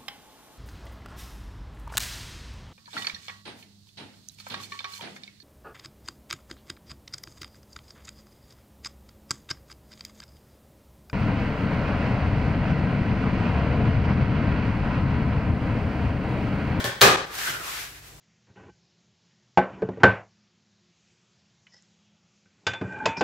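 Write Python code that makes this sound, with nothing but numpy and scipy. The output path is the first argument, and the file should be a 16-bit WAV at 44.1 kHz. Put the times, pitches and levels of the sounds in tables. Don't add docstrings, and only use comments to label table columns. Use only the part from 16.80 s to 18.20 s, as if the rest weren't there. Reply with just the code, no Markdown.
import sys
import numpy as np
from scipy import signal
from scipy.fft import rfft, irfft, next_fast_len
from scipy.io import wavfile
from scipy.ndimage import uniform_filter1d, map_coordinates

SR = 44100
rng = np.random.default_rng(int(sys.argv[2]) if len(sys.argv) > 2 else 0)


def generate_wav(signal):
    frames = np.transpose(np.atleast_2d(signal))
    scaled = np.clip(frames, -1, 1) * 32767
    pcm = np.round(scaled).astype(np.int16)
    wavfile.write(sys.argv[1], SR, pcm)


def amplitude_ratio(level_db):
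    exponent = np.asarray(level_db, float) / 20
    return 10 ** exponent


N = 61740


def unit(x):
    return x / np.sqrt(np.mean(x ** 2) + 1e-20)


def along(points, hz):
    point_hz, value = np.transpose(points)
    return np.interp(np.log(hz + 1), np.log(point_hz + 1), value)


def wobble(knots_per_s):
    knots = rng.standard_normal(int(N * knots_per_s / SR) + 4)
    return map_coordinates(knots, [np.arange(N) * knots_per_s / SR])


def filtered(x, response):
    m = next_fast_len(x.shape[-1] + SR // 2)
    spectrum = rfft(x, m) * response(np.fft.rfftfreq(m, 1 / SR))
    return irfft(spectrum, m)[..., :x.shape[-1]]


def high_pass(f, hz):
    return 1j * f / (hz + 1j * f)


def resonances(peaks):
    def response(f):
        total = 0
        for k, (hz, width_hz, db) in enumerate(peaks):
            total = total + (-1) ** k * amplitude_ratio(db) * 1j * f * width_hz / (hz * hz - f * f + 1j * f * width_hz)
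        return total
    return response


def spread(pair):
    # (frequency [Hz], left-right correlation)
    alike = [(100, 0.87), (350, 0.93), (700, 0.45), (1400, 0.11), (4000, 0.13), (12000, 0)]

    def mid_side(hz):
        angle = np.arccos(np.clip(along(alike, hz), -1, 1)) / 2
        return np.array([np.cos(angle), np.sin(angle)])

    mid, side = filtered(pair, mid_side)
    return np.array([mid + side, mid - side])


def room_tail():
    # (frequency [Hz], t60 [s])
    decay = [(100, 0.64), (400, 0.48076), (1200, 0.56), (4000, 0.52), (9000, 0.38), (15000, 0.25)]
    first_wall_s, build_s = 0.00067, 0.0013
    hz, t, z = signal.stft(rng.standard_normal((2, SR // 2)), SR, nperseg=256)
    z = z * amplitude_ratio(-60 * t / along(decay, hz)[:, None])
    tail = signal.istft(z, SR, nperseg=256)[1]
    t = np.arange(tail.shape[1]) / SR
    tail = spread(tail) * np.clip((t - first_wall_s) / build_s, 0, 1)
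    return tail / np.linalg.norm(tail[0])


def floor():
    # (frequency [Hz], density [dB per Hz])
    air_colour = [(30, -22), (100, 3.5), (200, -6.5), (400, -7.5), (800, -9), (2000, -19), (8000, -16.5),
                  (16000, -24)]
    # (frequency [Hz], level [dB rms])
    tones = [(49.6, -51.5), (64.5, -56), (99.5, -61), (145, -60.5), (300, -68)]
    t = np.arange(N) / SR
    noise = spread(rng.standard_normal((2, N)))
    air = unit(filtered(noise, lambda f: amplitude_ratio(along(air_colour, f))))
    hum = 0
    for hz, db in tones:
        level = amplitude_ratio(db + 2.5 + 0.73 * wobble(5.95))
        hum = hum + level * np.sin(2 * np.pi * (hz * t + rng.random()) + 0.5 * wobble(11))
    return amplitude_ratio(-52.5 + 0.5 + wobble(9.65)) * air + hum


def pats():
    # (time [s], level [dB])
    landings = [
        (0.571, -42),
        (0.685, -35.5),
        (.74, -41.5),
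        (0.799, -41.5),
        (1.059, -55),
    ]
    # (frequency [Hz], width [Hz], level [dB])
    thud = [(138.89, 58.8, -4.5), (362, 89, -5), (710, 1000, -11.5)]
    blows = np.zeros(N)
    for s, db in landings:
        blows[round(s * SR)] = 300 * amplitude_ratio(db)
    direct = filtered(blows, resonances(thud))
    return 0.57 * direct + signal.fftconvolve(direct[None], room_tail(), axes=1)[:, :N]


def weave_hiss():
    # (frequency [Hz], density [dB per Hz])
    weave = [(120, -24), (200, -25.5), (851, -15.5), (1650, -8), (2510, -9.5), (2750, -10.5), (9580, -17),
             (13800, -18), (16000, -26)]
    catches_per_s, catch_spread_db, catch_share = 3000, 1.2, 0.4
    catches = rng.random((2, N)) < catches_per_s / SR
    catches = catches * amplitude_ratio(catch_spread_db * rng.exponential(size=(2, N)))
    catches = catches * rng.choice([-1, 1], (2, N))
    rub = spread(catch_share * unit(catches) + rng.standard_normal((2, N)))
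    return unit(filtered(rub, lambda f: amplitude_ratio(along(weave, f))))


def palm_whistle():
    # (time [s], frequency [Hz], upper partials [dB])
    hollow = [
        (.55, 1046, -3),
        (.59, 1705, -10),
        (.65, 1597, -4.5),
        (.7, 1447, 4),
        (.8, 1399, -2.5),
        (.88, 1080, 6),
        (.95, 1199, 7),
        (1.009, 1588, -7),
        (1.199, 1700, 0),
    ]
    # (multiple of hollow frequency, width [Hz], level [dB])
    partials = [(1, 350, 1), (1.35, 420, -8.5), (2.15, 550, -9.5)]
    t = np.arange(N) / SR
    hollow_s, hollow_hz, upper_db = np.transpose(hollow)
    phase = 2 * np.pi * np.cumsum(np.interp(t, hollow_s, hollow_hz)) / SR
    upper_db = np.interp(t, hollow_s, upper_db)
    whistle = 0
    for multiple, width_hz, db in partials:
        noise = rng.standard_normal((2, 2, N))
        a, b = filtered(noise, lambda f: 1 / (1 + (2 * f / width_hz) ** 2))
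        partial = unit(a * np.cos(multiple * phase) + b * np.sin(multiple * phase))
        whistle = whistle + amplitude_ratio(db + (db < 0) * upper_db) * partial
    return whistle


def hem_flick():
    flick_s, length_s, level_db, low_hz = 1.281, 0.014, -51, 7000
    t = np.arange(N) / SR
    puff = unit(filtered(rng.standard_normal((2, N)), lambda f: high_pass(f, low_hz) ** 2))
    return puff * amplitude_ratio(level_db) * np.exp(-((t - flick_s) / length_s) ** 2)


def cloth():
    # (time [s], weave hiss [dB], whistle over hiss [dB])
    strokes = [(0.46, -53, 18), (0.498, -59.5, -10), (0.554, -41.5, -3), (0.572, -45, -4), (0.584, -39, 1),
               (0.682, -39, 11.5), (0.732, -41.5, 4.5), (0.75, -42, 12), (0.822, -50, 7.5), (0.892, -43, 1),
               (1.006, -42, 1.5), (1.118, -49.5, -6), (1.182, -54, 0), (1.208, -60.5, 1), (1.244, -57, -18),
               (1.286, -57.5, -32), (1.318, -60.5, -12), (1.4, -65.5, -6)]
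    t = np.arange(N) / SR
    s, hiss_db, whistle_db = np.transpose(strokes)
    drag = amplitude_ratio(np.interp(t, s, hiss_db, left=-120) + 1.113 * wobble(24.37))
    whistle_gain = amplitude_ratio(np.interp(t, s, whistle_db) - 3.5 + 2.1 * wobble(79.876))
    return drag * (amplitude_ratio(8.5) * weave_hiss() + whistle_gain * palm_whistle()) + hem_flick()


def scissors_crack(light, tilt_db):
    # (frequency [Hz], width [Hz], level [dB])
    touch = [(573, 49.71, -2.5), (846, 100, -1), (1087, 58, -0.5), (1497, 96, 7.5), (1830, 230, 2),
             (2300, 205.6, 2.5), (3320, 410, 0), (3630, 160, -24), (4360, 2500, -13)]
    # (frequency [Hz], width [Hz], level [dB])
    steel = [(410, 90, -6), (543, 46, 1), (780, 160, -2.5), (1206, 96, 5.5), (1676, 310, 0),
             (2551.3, 230, 1), (3100, 670, -6), (4200, 960, -1), (5700, 3500, -14), (12960, 14000, -25)]
    peaks, open_db = (touch, -6) if light else (steel, -13)

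    def colour(f):
        tilt = amplitude_ratio(tilt_db * np.log2(f / 1500 + 0.089))
        return (resonances(peaks)(f) + amplitude_ratio(open_db)) * tilt * high_pass(f, 193) ** 2

    impulse = np.zeros(SR // 2)
    impulse[0] = 1
    crack = filtered(impulse, colour)
    return 8 * crack / np.linalg.norm(crack)


def table_ring(light):
    # (frequency [Hz], level under drop [dB], level under light touch [dB], t60 [s])
    modes = [(71, -6, -10, 0.14), (118.1, -1, 3, 0.31), (373.35, -4, -6, 0.44), (406.2, -1.5, -11, 0.34),
             (524, 0, -9, 0.36), (582, -13, -12, 0.18), (791, -12, -8, 0.27), (1123, -13, -12, 0.38),
             (1230, -12.5, -34, 0.21), (1774, -12, 1, 0.2031)]
    t = np.arange(SR // 2) / SR
    ring = 0
    for hz, drop_db, touch_db, t60_s in modes:
        level = amplitude_ratio((touch_db if light else drop_db) - 60 * t / t60_s)
        ring = ring + level * np.sin(2 * np.pi * hz * t + 0.55 * wobble(17.4)[:len(t)])
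    return ring * (1 - np.exp(-t / 0.0061))


def scissors():
    # (time [s], level [dB], brightness [dB per octave], table ring [dB])
    contacts = [
        (-.05, -18.5, -5, -19),
        (0.0427, -19, -4, -9.5),
        (.176, -56.5, -12, -30),
        (0.2107, -14, -2, -31),
        (0.2149, -3, 0, -13),
        (0.2194, -11.5, -4.5, -26),
        (0.2332, -13, -6.5, -30),
        (.243, -20, -4, -36),
        (0.2524, -12, -8.5, -18),
    ]
    # (frequency [Hz], width [Hz], level [dB])
    tip = [(3930, 1170, 2.5)]
    room_db, light_before_s = 7.5, 0.2
    lead = SR // 10
    out = np.zeros((2, N + lead + SR))
    for s, db, tilt_db, ring_db in contacts:
        light = s < light_before_s
        crack = scissors_crack(light, tilt_db)
        hit = amplitude_ratio(room_db) * signal.fftconvolve(crack[None], room_tail(), axes=1)
        direct = filtered(crack, lambda f: resonances(tip)(f) + 0.59)
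        hit[:, :len(crack)] += direct + amplitude_ratio(ring_db) * table_ring(light)
        start = round(s * SR) + lead
        out[:, start:][:, :hit.shape[1]] += amplitude_ratio(db) * hit
    return out[:, lead:lead + N]


def scene():
    left_db = 0.5
    return (floor() + pats() + cloth() + scissors()) * amplitude_ratio([[left_db], [-left_db]])


def low_pass(x):
    return signal.sosfilt(signal.butter(12, 16450, fs=SR, output="sos"), x)


def record(dry):
    # (time [s], dip [dB], dip length [s], step [dB])
    ducks = [
        (.362, -7, .008, -1.5),
        (.456, -3, .01, -2.5),
    ]
    # (frequency [Hz], width [Hz], level [dB])
    notch = [(9420, 1000, -7)]
    low_hz, top_hz, duck_back_s = 42, 15750, 0.51
    ceiling, knee = 1.74, 1.77
    t = np.arange(N) / SR
    gain_db = np.zeros(N)
    for s, dip_db, length_s, step_db in ducks:
        dip = dip_db * (t < s + length_s)
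        step = step_db * np.clip((duck_back_s - t) / 0.021, 0, 1)
        gain_db += (t > s) * (dip + step)

    def microphone(f):
        return high_pass(f, low_hz) ** 3 * (1 - resonances(notch)(f)) * (f < top_hz)

    x = filtered(dry, microphone) * amplitude_ratio(uniform_filter1d(gain_db, size=88))
    mix = x / (1 + np.abs(x / ceiling) ** knee) ** (1 / knee)
    return low_pass(mix)


dry = scene()
out = record(dry)
generate_wav(out)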